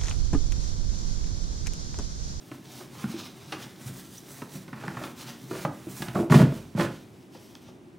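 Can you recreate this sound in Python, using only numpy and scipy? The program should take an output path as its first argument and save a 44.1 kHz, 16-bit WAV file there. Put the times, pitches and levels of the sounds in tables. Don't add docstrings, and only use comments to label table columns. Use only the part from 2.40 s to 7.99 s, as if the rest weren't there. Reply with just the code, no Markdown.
import sys
import numpy as np
from scipy import signal
from scipy.fft import rfft, irfft, next_fast_len
from scipy.io import wavfile
from scipy.ndimage import uniform_filter1d, map_coordinates

SR = 44100
rng = np.random.default_rng(int(sys.argv[2]) if len(sys.argv) > 2 else 0)


def wav_record(signal):
    frames = np.transpose(np.atleast_2d(signal))
    bounded = np.clip(frames, -1, 1)
    quanta = np.round(bounded * 32767).astype(np.int16)
    wavfile.write(sys.argv[1], SR, quanta)


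N = 246462
TIME = np.arange(N) / SR


def amp(db):
    return 10 ** (np.asarray(db) / 20)

def unit(x):
    return x / np.sqrt(np.mean(x ** 2) + 1e-20)

def burst(x, size=256):
    return x / np.sqrt(np.abs(uniform_filter1d(x ** 2, size)).max() + 1e-20)

def along(points, hz):
    frequencies, values = np.transpose(points)
    return np.interp(np.log(hz + 1), np.log(frequencies + 1), values)

def envelope(points):
    return amp(np.interp(TIME, *np.transpose(points)))

def wobble(rate):
    return map_coordinates(rng.standard_normal(int(N * rate / SR) + 4), [TIME * rate])

def filtered(x, response):
    n = x.shape[-1]
    size = next_fast_len(n + 8192)
    return irfft(rfft(x, size) * response(np.fft.rfftfreq(size, 1 / SR)), size)[..., :n]

def equalised(x, spectrum):
    return filtered(x, lambda hz: amp(along(spectrum, hz)))

def coloured(x, spectrum, size=2048):
    cepstrum = irfft(np.log(amp(along(spectrum, np.fft.rfftfreq(size, 1 / SR)))))
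    cepstrum[1:size // 2] *= 2
    cepstrum[size // 2 + 1:] = 0
    return signal.fftconvolve(x, irfft(np.exp(rfft(cepstrum))))[:len(x)]

def resonate(x, modes, skirt=2.27):
    def response(hz):
        return sum((-1) ** k * amp(db) * 1j * hz * width / (centre ** 2 - hz ** 2 + 1j * hz * width)
                   for k, (centre, width, db) in enumerate(modes))
    band = signal.butter(2, [modes[0][0] / skirt, modes[-1][0] * skirt], 'band', fs=SR, output='sos')
    return signal.sosfilt(band, filtered(x, response))


def contact(t, t60, snap):
    force = rng.standard_normal(len(t)) * amp(-60 * t / t60)
    force[0] += snap
    return force

# (frequency [Hz], bandwidth [Hz], level [dB])
WALL_MODES = [(102, 36, -10), (137.1, 22.6, -2.5), (182.6, 12.5, -1.5), (242, 40, -5)]
CAVITY_MODES = [(327.6, 30.6, 0), (395.5, 58, -1.5), (497, 143, -3.5), (656, 226, -5)]
BOARD_MODES = [(700, 92, -7.5), (854, 133, -2), (1108, 95, 0), (1230, 133, -1), (1433, 157, -1),
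               (1786, 280, -4.5), (2520, 470, -9.5)]
# (frequency [Hz], level [dB])
TICK_SPECTRUM = [(700, -44), (1800, -7), (2800, 7.5), (4200, 2), (6200, -3.5), (7500, -13), (10000, -8.5),
                 (15500, -32)]

def strike(hz, thump_db, hollow_db, clack_db, hardness, chatter, panel_t60=0.068, rise_s=0.00062):
    t = np.arange(SR // 3) / SR
    flex = np.sin(2 * np.pi * hz * t) * amp(-60 * t / panel_t60) * (1 - np.exp(-t / rise_s))
    flex = signal.sosfilt(signal.butter(3, 0.68 * hz, 'high', fs=SR, output='sos'), flex)
    walls = burst(resonate(contact(t, t60=0.0077, snap=4.3), WALL_MODES))
    thump = amp(thump_db - 1.5) * burst(burst(flex) + 0.41 * walls)
    cavity = resonate(contact(t, t60=0.72 * chatter, snap=6.8), CAVITY_MODES)
    hollow = amp(hollow_db - 6.5) * burst(cavity)
    reach_hz = min(1170 * 2 ** (2.77 * hardness), SR / 4)
    blunt = signal.butter(3, reach_hz, fs=SR, output='sos')
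    board = resonate(contact(t, t60=chatter, snap=6), BOARD_MODES)
    clack = amp(clack_db - 6) * burst(signal.sosfilt(blunt, board))
    tick_db = clack_db - 32.5 + 35 * hardness
    tick = amp(tick_db) * burst(coloured(contact(t, t60=1.07 * chatter, snap=4), TICK_SPECTRUM))
    return thump + hollow + clack + tick

# (time [s], clack level [dB],
# panel pitch [Hz], thump re clack [dB], hollow re clack [dB], hardness [0-1], board chatter t60 [s])
FLAP_KNOCKS = [ (0.115, -38, 291, 1.5, 1, 0.48, 0.044), (0.406, -43, 320, -1, 5, 0.34, 0.12),
               (0.640, -32, 215, 11, -28, 0.25, 0.02), (1.122, -28, 380, -9, -3, 0.72, 0.12),
               (1.905, -48, 159, -12, 4.5, 0.82, 0.019), (2.019, -33.5, 232, 0, 1, 0.48, 0.034),
               (2.280, -43.5, 148, 2, 1.5, 0.64, 0.046), (2.329, -33, 225, 0, -14, 0.31, 0.067),
               (2.436, -33.5, 250, -4, 0, 0.15, 0.069), (2.48, -24, 142, -5.5, -27, 0.42, 0.013),
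               (2.568, -28, 136, -9, -18, 0.24, 0.061), (2.615, -38.5, 170, 2, 8.5, .4, 0.055),
               (2.637, -30.5, 266, -4, -5.5, 0.69, 0.036), (3.110, -33, 344, 6, 1.5, .3, 0.037),
               (3.250, -22, 154, -1.5, 4.5, 0.37, 0.019), (3.621, -28, 356, -4.5, -7, 0.75, .033),
               (3.684, -31.5, 140, -2, -4, 0.69, 0.017), (3.755, -24, 192, 0, 4, 0.063, 0.036),
               (3.899, -26.5, 232, 5.5, -4, 0.5, 0.051), (3.922, -13, 168, 0, -7, 0.24, 0.0082),
               (3.942, -22, 254, 6, 3.5, 0.67, 0.091), (4.121, -40.5, 143, 8.5, 11, .2, 0.036),
               (4.379, -38, 190, 6, 15, .35, 0.028), (4.395, -23, 185, 3.5, 3.5, .3, 0.1),
               (4.408, -24.5, 161, 3.5, 4, 0.66, 0.072), (4.949, -51.5, 352, -15, 11, 0.36, .076),
               (5.153, -46, 266, -6, -1.5, 1, 0.0073), (5.287, -57.5, 354, 5, 19.5, 0.43, 0.044), ]
# (time [s], thump level before trim [dB], panel pitch [Hz])
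PANEL_BUMPS = [(0.741, -30.5, 339), (0.775, -43, 338), (1.459, -33.5, 130), (1.496, -33, 135),
               (2.153, -31.5, 143.5), (3.270, -29.5, 294), (3.469, -32, 346), (3.604, -29.5, 143),
               (3.909, -14.5, 148), (3.954, -6.5, 154), (4.006, -12.5, 169), (4.027, -12.5, 149),
               (4.088, -26, 148), (4.350, -21, 211)]

def knocks():
    hits = [(start, strike(hz, db + thump, db + hollow, db, hardness, chatter))
            for start, db, hz, thump, hollow, hardness, chatter in FLAP_KNOCKS]
    hits += [(start, strike(hz, db, hollow_db=db - 19, clack_db=db - 25, hardness=0.54, chatter=0.056))
             for start, db, hz in PANEL_BUMPS]
    out = np.zeros(N + SR)
    for start, hit in hits:
        out[round(start * SR):][:len(hit)] += hit
    return out[:N]


def grains(rate, spread_db, smooth):
    catches = (rng.random(N) < rate / SR) * rng.standard_normal(N)
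    catches *= amp(spread_db * np.minimum(rng.exponential(size=N), 4))
    return unit(unit(catches) + smooth * rng.standard_normal(N))

def push(start, rise, hold, release, sag_db=2.5, settle_db=-24, settle_t60=0.65):
    t = TIME - start
    sag = amp(-sag_db * np.clip((t - rise) / hold, 0, 1))
    after = np.maximum(t - rise - hold, 0)
    stop = np.maximum(amp(-60 * after / release), amp(settle_db - 60 * after / settle_t60))
    return np.clip(t / rise, 0, 1) * sag * stop

# (start [s], rise [s], hold [s], release t60 [s], judder [dB], groan [dB], scrape [dB])
PULLS = [ (2.334, 0.081, .25, 0.28, -41.5, -43, -42), (3.112, 0.038, 0.042, 0.24, -47, -37, -38.5),
         (3.744, 0.0056, 0.061, 0.14, -21.5, -23.5, -37.5), (3.896, 0.026, 0.095, 0.17, -13, -19, -26.5),
         (4.355, 0.044, 0.052, 0.18, -23, -28, -31), ]
# (frequency [Hz], level [dB])
GRIT_SPECTRUM = [(600, -30), (1800, -36), (2800, 2), (4500, -0.5), (8000, -4), (11000, -8.5), (15500, -12)]

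def drags():
    judder, groan, scrape = sum(np.outer(amp(levels), push(start, rise, hold, release))
                                for start, rise, hold, release, *levels in PULLS)
    slips = grains(rate=900, spread_db=0, smooth=0.32)
    walls = amp(-7.5) * judder * unit(resonate(slips, WALL_MODES))
    hollow = amp(-6.5) * groan * unit(resonate(slips, CAVITY_MODES))
    rasp = amp(-6) * scrape * unit(resonate(slips, BOARD_MODES))
    tearing = unit(coloured(grains(rate=1500, spread_db=-1.5, smooth=1), GRIT_SPECTRUM))
    grit = amp(-8.5) * scrape * (scrape / scrape.max()) ** 0.24 * tearing
    return walls + hollow + rasp + grit


def swell(middle, length, edge_db=9, roundness=1.5):
    return amp(-edge_db * np.abs(2 * (TIME - middle) / length) ** roundness)

# (middle [s], duration [s], level [dB], pitch [Hz])
CREAK_TONES = [(1.782, 0.011, -43.5, 6000), (3.135, 0.061, -41.5, 385), (3.81, 0.049, -25.5, 350)]

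def creaks(waver_share=0.0348, cycles_per_turn=8.2):
    out = np.zeros(N)
    for middle, length, db, hz in CREAK_TONES:
        pitch = hz * (1 + waver_share * wobble(hz / cycles_per_turn))
        tone = unit(np.sin(2 * np.pi * np.cumsum(pitch) / SR))
        out += amp(db) * swell(middle, length) * tone
    return out


# (middle [s], duration [s], swish level [dB], rub re swish [dB], hiss re swish [dB])
HAND_STROKES = [ (0.03, 0.26, -61, -23, 1.5), (0.29, 0.14, -55, -6, -12), (0.37, .16, -50.5, -6, -0.5),
                (0.642, 0.24, -51.5, 2.5, -1), (0.798, 0.19, -45.5, -5.5, -9.5), (1.06, 0.22, -57, -8, -7),
                (1.209, 0.2, -51.5, -0.5, -3.5), (1.42, 0.04, -62, 7, 10), (1.473, 0.067, -52.5, 1, 6),
                (1.57, .14, -53.5, 0, 5.5), (1.76, 0.21, -53.5, -20, 3.5), (1.92, 0.066, -63, -11, 16.5),
                (2.0, 0.15, -57, -1, 5), (2.16, 0.1, -52.5, -1, 5), (2.49, 0.085, -59.5, 8, -3),
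                (2.65, 0.21, -56.5, 6, 4), (2.812, 0.077, -46.5, -5, -2.5), (2.89, .13, -48.5, -0.5, -3),
                (3.07, 0.21, -56, -3, 1), (3.18, .19, -48, 0, 1), (3.42, 0.34, -62.5, 6, 3.5),
                (3.60, .2, -55.5, 4, 11), (3.69, 0.094, -61.5, 15, -7), (3.80, 0.1, -57, -9, 7.5),
                (4.16, .14, -52.5, 1.5, 1), (4.551, .16, -57.5, -4, -4), (4.97, 0.081, -56.5, -5, -12),
                (5.06, 0.21, -58, -6, 0), (5.278, 0.065, -55.5, -2.5, -11), ]
# (time [s], swish level before trim [dB])
SLEEVE_RUSTLE = [(0, -62.5), (1, -60.5), (2.3, -62.5), (3.4, -70), (4.3, -63), (4.75, -68.5), (5.2, -67.5),
                 (5.59, -80)]
# (frequency [Hz], level [dB])
RUB_SPECTRUM = [(100, -35), (300, 0), (500, 1.5), (850, 3.5), (1150, 2.5), (1700, -0.5), (2500, -1),
                (3600, -7.5), (8000, -52)]
SWISH_SPECTRUM = [(1200, -16), (2400, -10), (3000, 0), (3800, 2.1), (4700, -0.5), (6000, 0), (7200, -10),
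                  (11000, -33)]
HISS_SPECTRUM = [(3000, -11.5), (5500, -2.5), (7200, -1), (9500, -1.5), (11500, -4.5), (15500, -3.5)]

def brushing():
    hands = [np.outer(amp([db + rub_db, db, db + hiss_db]), swell(middle, length))
             for middle, length, db, rub_db, hiss_db in HAND_STROKES]
    sleeves = np.outer(amp([1, 0, 0]), envelope(SLEEVE_RUSTLE))
    rub, swish, hiss = np.sqrt(sleeves ** 2 + sum(hand ** 2 for hand in hands))
    pressure = amp(1.9 * wobble(35))
    coarse = rub * unit(coloured(grains(rate=2500, spread_db=5.5, smooth=1.46), RUB_SPECTRUM))
    bright = amp(-2) * swish * unit(coloured(grains(rate=2700, spread_db=5, smooth=1.6), SWISH_SPECTRUM))
    fine = amp(0.35) * hiss * unit(coloured(grains(rate=2200, spread_db=1, smooth=1.45), HISS_SPECTRUM))
    drum = amp(3) * rub * unit(resonate(grains(rate=200, spread_db=4, smooth=1), WALL_MODES))
    friction = pressure * (coarse + bright + fine)
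    delay_s = 0.000596 * amp(3.02 * wobble(3))
    reflection = 0.19 * np.interp(TIME - delay_s, TIME, friction)
    return 0.92 * (friction + reflection) + drum


# (time [s], left minus right at full lean [dB])
HAND_BALANCE = [(0.0, -0.5), (0.7, -2), (1.0, -.6), (1.55, -1), (2.05, -3), (2.97, -0.4), (3.64, -3.5),
                (4.1, -1.8), (4.35, -6), (4.7, 1), (5.59, -1)]
# (frequency [Hz], share [0-1])
LEAN_SHARE = [(150, 0.056), (500, 0.47), (1500, 0.84), (5000, 0.73), (12000, 0.6)]

def lean(x):
    ratio = envelope(HAND_BALANCE)
    return filtered(x * (ratio - 1) / (ratio + 1), lambda hz: along(LEAN_SHARE, hz))

# (frequency [Hz], level [dB])
DESK_SPECTRUM = [(300, -33), (900, -28), (2000, -12), (4500, -25), (12000, -22)]

def desk_echo(x, delay_s=0.0031):
    return filtered(x, lambda hz: amp(along(DESK_SPECTRUM, hz)) * np.exp(-2j * np.pi * hz * delay_s))

# (frequency [Hz], level [dB])
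REVERB_SPECTRUM = [(150, -2), (1500, -4.5), (5000, -10.5), (12000, -11.5)]
# (frequency [Hz], t60 [s])
REVERB_TIMES = [(100, 0.35), (300, 0.45), (1200, 0.33), (4000, 0.51), (14000, 0.34)]

def reverberation(x, stretches=32):
    x = equalised(x, REVERB_SPECTRUM)
    hop_s = N / SR / stretches
    wet = np.zeros((2, N + SR))
    for k in range(stretches + 1):
        share = np.clip(1 - np.abs(TIME / hop_s - k), 0, 1)
        live = np.flatnonzero(share)
        hz, age, noise = signal.stft(rng.standard_normal((2, SR // 2)), SR, nperseg=256)
        decay = amp(-60 * age / along(REVERB_TIMES, hz)[:, None])
        tail = signal.istft(noise * decay, SR, nperseg=256)[1]
        tail[:, :SR // 300] = 0
        stretch = x[live] * np.sqrt(share[live])
        answer = signal.fftconvolve(stretch[None], tail / np.linalg.norm(tail[0]), axes=1)
        wet[:, live[0]:live[0] + answer.shape[1]] += answer
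    mid, side = wet[:, :N]
    side = equalised(side, [(120, -54), (300, -29), (700, -10.5), (2000, -13), (4500, -24.5), (12000, -37)])
    return np.array([mid + side, mid - side])

# (frequency [Hz], bandwidth [Hz], level [dB])
ROOM_MODES = [(50, 2, 20), (96.4, 0.82, 0), (133, 18, -1)]

def standing_waves(x):
    return resonate(x, ROOM_MODES)

# (frequency [Hz], relative level [dB])
RUMBLE_SPECTRUM = [(20, -24), (45, -9.5), (80, -8), (130, 2.5), (200, -1.5), (280, 0), (370, 0),
                   (470, -13.5), (700, -14.5), (1400, -25.5), (2800, -28), (5000, -36), (10000, -38.5),
                   (15500, -61)]

def room_tone():
    mid, side = (unit(equalised(noise, RUMBLE_SPECTRUM)) for noise in rng.standard_normal((2, N)))
    side = equalised(side, [(100, -15), (500, -9), (1500, 0), (4000, -8), (10000, -14)])
    return amp(-50.5) * np.array([mid + side, mid - side])


def scene():
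    box = knocks() + drags() + creaks()
    direct = box + brushing()
    in_room = direct + reverberation(direct) + standing_waves(direct)
    side = lean(in_room) + desk_echo(box)
    return in_room + side * np.array([[1], [-1]]) + room_tone()

def record(dry, low_cut_hz=62, top_hz=15850):
    return filtered(dry, lambda hz: (hz < top_hz) * hz ** 2 / np.sqrt(hz ** 4 + low_cut_hz ** 4))


dry = scene()
out = record(dry)
wav_record(out)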